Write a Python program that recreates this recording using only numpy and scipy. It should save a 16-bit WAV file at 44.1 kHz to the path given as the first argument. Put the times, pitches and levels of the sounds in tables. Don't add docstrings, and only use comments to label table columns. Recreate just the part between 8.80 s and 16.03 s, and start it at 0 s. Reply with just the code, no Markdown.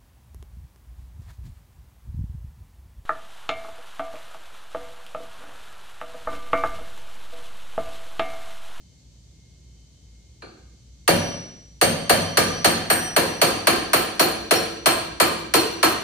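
import sys
import numpy as np
from scipy import signal
from scipy.fft import rfft, irfft, next_fast_len
from scipy.io import wavfile
from scipy.ndimage import uniform_filter1d, minimum_filter1d, map_coordinates

SR = 44100
rng = np.random.default_rng(int(sys.argv[2]) if len(sys.argv) > 2 else 0)


def transcribe(signal):
    frames = np.atleast_2d(signal).T
    limited = np.clip(frames, -1, 1)
    pcm = np.round(limited * 32767).astype(np.int16)
    wavfile.write(sys.argv[1], SR, pcm)


N = 318843
LENGTH = 49152
TIME, FREQ = np.arange(LENGTH) / SR, np.fft.rfftfreq(LENGTH, 1 / SR)

# f/Hz, relative level/dB
ROOM_NOISE = [(25, -36), (40, -17), (57, -3), (90, -5), (150, -10), (250, -19), (500, -28), (1300, -42),
              (2600, -37), (4400, -29), (5100, -32), (6200, -28), (7400, -32), (9500, -44), (15000, -54)]
# f/Hz, level/dB
HUM = [(59.2, -55), (118.4, -64), (2143, -78), (3068, -80), (4420, -82), (4650, -83), (5975, -79)]
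# f/Hz, likeness (1 = the same)
LIKENESS = [(60, 0.9), (130, 0.98), (300, 0.56), (700, 0.13), (1500, 0.17), (5000, -0.045), (10000, 0.046)]
# f/Hz, time to fade by 60 dB/s
ECHO_FADE = [(80, 1.12), (210, 0.96), (560, 0.72), (1470, 0.72), (3880, 0.87), (10200, 0.51), (15000, 0.34)]
# f/Hz, level/dB
TAP_COLOUR = [(100, -9), (350, 15), (600, -2), (1500, 10), (2000, -4), (2400, 7.5), (3000, -1.5),
              (4300, 4.5), (5000, -7), (8500, -6.5), (15000, -31.5)]
# f/Hz, level/dB
TANK_BODY = [(35, -20.5), (90, -8), (200, -5), (400, -6), (800, -6), (1600, -4), (2800, -7), (5000, -12.5),
             (7500, -20), (10300, -12.5), (11500, -40), (12600, -33), (14000, -24), (16000, -37.5)]
# f/Hz, width/Hz, boost before turning/dB, boost once turned/dB
RESONANCES = [(98.3, 7.2, 9, 5.1), (168.8, 17.6, 8.5, 3.2), (219.4, 22, 4.5, 3.2), (248, 15, 6, 1.2),
              (335.6, 97, 5, 14.7), (457, 105, 6, 7.7), (552.5, 90, 10.5, 3.9), (656.4, 113, 7, 10.1),
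              (745, 115, 8.5, 6.8), (942, 157, 4.5, 5.5), (1072, 107, -2, 7.6), (1203, 98, 8.5, 3.6),
              (1322, 54, 0.5, 10), (1604, 63, 5, 4.8), (1762, 220, 5.5, 1.7), (2336, 71, 7, 3.8),
              (2506, 54, -3.5, 4.9), (2750, 155, 4.5, 4.5), (3100, 25, 12.5, 11), (4258, 187, 12.5, 16.4),
              (4576, 102, 16, 8.8), (6235, 91, 17.5, 10.6), (7250, 205, 8, 11.7), (8540, 360, 11, 8.8),
              (9746, 200, 12, 9.8), (10846, 300, 17.5, 10.5), (12150, 270, 26, 23),
              (13180, 240, 24.5, 22.2), (14100, 100, 22, 28), (15100, 110, 17, 7.3)]
# f/Hz, level/dB, time to fade by 60 dB/s
CHISEL_LOW = [(4095, -7, .45), (4235, -1, .5), (4268, -3, .5), (4345, -6, .45), (4570, -5, .5),
              (4720, -11, .45)]
CHISEL_PING = [(8527, 0, .46), (8694, -4, .52), (13300, -13, .42), (14088, -13, .35), (14422, -9, .35)]
CHISEL_BEND = [(5580, 0, .42)]
# t/s, edge's bite/dB (low if it glances), chisel bend/dB, chisel ping/dB, hammer tone/dB
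BLOWS = [(2.2774, -.5, -33.5, -36, -31), (3.013, -0.5, -40.5, -18.5, -47), (3.295, -0.5, -41, -22, -37.5),
         (3.5711, -0.5, -25, -33, -32.5), (3.845, 1, -25, -25, -49), (4.1008, -8, -32, -14.5, -30.5),
         (4.363, -2.5, -37, -22.5, -37), (4.615, 0, -32, -24, -42), (4.8701, -0.5, -43, -29, -44),
         (5.1322, -2.5, -32.5, -38, -47), (5.395, -1.5, -25.5, -37, -44), (5.709, -1.5, -21.5, -27.5, -42),
         (6.0585, 0, -29, -23.5, -47), (6.4, -1, -33.5, -24, -49), (6.7378, -0.5, -22.5, -27, -40),
         (7.029, -1, -30.5, -40, -43)]
# f/Hz, level/dB
TIGHT_COLOUR = [(170, 6), (520, 1), (1600, -1), (12000, 0)]
LOOSE_COLOUR = [(170, -3), (520, -1.5), (1600, 0), (12000, 1.5)]
# f/Hz, share of the bite
BITE_SHARE = [(170, .4), (520, 1), (1600, 0.0095), (5000, 0.88), (12000, 0)]


def amp(db):
    return 10 ** (np.asarray(db) / 20)


def along(points, hz):
    f, values = np.transpose(points)
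    return np.interp(np.log(hz + 1), np.log(f + 1), values)


def wobble(rate, size):
    coarse = np.arange(0, size + 64, 64)
    points = rng.standard_normal(int(size * rate / SR) + 4)
    return np.interp(np.arange(size), coarse, map_coordinates(points, [coarse * rate / SR]))


def widen(pair, hz):
    angle = np.arccos(np.clip(along(LIKENESS, hz), -1, 1)) / 2
    mid, side = pair[0] * np.cos(angle), pair[1] * np.sin(angle)
    return np.array([mid + side, mid - side])


def room_tone(noise_db=-53):
    size, t = next_fast_len(N, True), np.arange(N) / SR
    hz = np.fft.rfftfreq(size, 1 / SR)
    white = rfft(rng.standard_normal((2, size)))
    noise = irfft(widen(white, hz) * amp(along(ROOM_NOISE, hz)))[:, :N]
    hum = np.zeros(N)
    for f, db in HUM:
        level = amp(db - 1 + 3 * wobble(8, N) + 2 * wobble(40, N))
        hum += level * np.sin(2 * np.pi * f * t + wobble(np.sqrt(f), N))
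    return amp(noise_db) * noise / np.sqrt(np.mean(noise ** 2)) + np.sqrt(2) * hum


def tap(at_s=1.621, knock_db=-4, tones_db=-50):
    track = np.zeros((2, N))
    knock = irfft(evened(wall_echoes()) * tank_response(0, along(TAP_COLOUR, FREQ)))
    add(track, at_s, amp(knock_db) * knock + amp(tones_db) * steel_tones(CHISEL_LOW))
    return track


def add(track, at_s, sound):
    start = round(at_s * SR)
    track[:, start:start + LENGTH] += sound[:, :N - start]


def wall_echoes(crack_db=5, crack_s=0.017, crack_hz=500):
    hz, t, noise = signal.stft(rng.standard_normal((2, LENGTH)), SR, nperseg=256)
    fade = amp(-60 * t / along(ECHO_FADE, hz)[:, None])
    tail = signal.istft(noise * fade, SR, nperseg=256)[1][:, :LENGTH]
    bass_cut = 1j * FREQ / (crack_hz + 1j * FREQ)
    crack = amp(crack_db) * rfft(tail * np.exp(-TIME / crack_s)) * bass_cut
    return widen(rfft(tail) + crack, FREQ)


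def evened(echoes):
    power = np.abs(uniform_filter1d(np.mean(np.abs(echoes) ** 2, 0), size=61))
    return echoes * tone_filter(-10 * np.log10(power + 1e-9))


def tone_filter(db):
    cepstrum = irfft(db * np.log(10) / 20)
    cepstrum[1:LENGTH // 2] *= 2
    cepstrum[LENGTH // 2 + 1:] = 0
    return np.exp(rfft(cepstrum))


def tank_response(turn, colour_db, lag_s=0.025, lag_hz=320):
    peaks_db = 0
    for hz, width, before, after in RESONANCES:
        boost_db = before + turn * (after - before) + 2 * rng.standard_normal()
        peaks_db += boost_db / (1 + (2 * (FREQ - hz) / width) ** 2)
    delay_s = lag_s / (1 + (FREQ / lag_hz) ** 2)
    late_bass = np.exp(-2j * np.pi * np.cumsum(delay_s) * FREQ[1])
    return tone_filter(along(TANK_BODY, FREQ) + peaks_db + colour_db) * late_bass


def steel_tones(tones, detune=0, scatter_db=2, waver=0.6):
    out = np.zeros((2, LENGTH))
    for hz, db, fade_s in tones:
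        hz *= 1 + detune * rng.standard_normal()
        db += scatter_db * rng.standard_normal()
        wavering = 1 + waver * (wobble(30, LENGTH) + 1j * wobble(30, LENGTH))
        phase = rng.uniform(0, 2 * np.pi) + rng.uniform(np.pi / 8, np.pi / 3) * np.array([[-1], [1]])
        wave = np.real(wavering * np.exp(1j * (2 * np.pi * hz * TIME + phase)))
        out += amp(db - 60 * TIME / fade_s) * wave
    return out


def tank_blows(gain_db=28.5, echoes_kept=0.865, grip_lost=0.093):
    track, echoes = np.zeros((2, N)), wall_echoes()
    for number, (at_s, bite_db, *_) in enumerate(BLOWS):
        echoes = echoes_kept * echoes + np.sqrt(1 - echoes_kept ** 2) * wall_echoes()
        grip = max(0, 1 - grip_lost * number)
        colour_db = grip * along(TIGHT_COLOUR, FREQ) + (1 - grip) * along(LOOSE_COLOUR, FREQ)
        colour_db += bite_db * along(BITE_SHARE, FREQ)
        clang = irfft(evened(echoes) * tank_response(turned(at_s), colour_db))
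        add(track, at_s, amp(gain_db) * clang)
    return track


def turned(at_s, start_s=3.39, lasts_s=2.47):
    return np.clip((at_s - start_s) / lasts_s, 0, 1)


def chisel(low_db=-36, turn_boost_db=6, bend_share=0.47, high_db=-2):
    track, usual_bend_db = np.zeros((2, N)), np.mean(BLOWS, axis=0)[2]
    for at_s, _, bend_db, ping_db, _ in BLOWS:
        boost_db = turn_boost_db * turned(at_s) + bend_share * (bend_db - usual_bend_db)
        low = amp(low_db + boost_db) * steel_tones(CHISEL_LOW, detune=0.002)
        ping = amp(high_db + ping_db) * steel_tones(CHISEL_PING)
        bend = amp(high_db + bend_db) * steel_tones(CHISEL_BEND)
        add(track, at_s, low + ping + bend)
    return track


def hammer(hz=5833, gain_db=-3.5, lift_s=0.18, waver_db=1.0):
    blows, t = np.array(BLOWS), np.arange(N) / SR
    latest = np.maximum(np.searchsorted(blows[:, 0], t) - 1, 0)
    lift = np.maximum(t - blows[latest, 0], 0) / lift_s
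    swell = amp(gain_db + blows[latest, -1]) * (lift * np.exp(1 - lift)) ** 2
    phase = 2 * np.pi * hz * t + wobble(2.4, N)
    sides = [amp(waver_db * wobble(20, N)) * np.sin(phase + shift) for shift in (0, np.pi / 3)]
    return swell * np.array(sides)


def scene():
    return tap() + tank_blows() + chisel() + hammer() + room_tone()


def record(dry, ceiling=0.79, top_hz=15400):
    needed = np.minimum(1, ceiling / (np.abs(dry).max(0) + 1e-9))
    gain = uniform_filter1d(minimum_filter1d(needed, size=129), size=129)
    return signal.sosfilt(signal.butter(16, top_hz, fs=SR, output="sos"), dry * gain)


dry = scene()
out = record(dry)
transcribe(out)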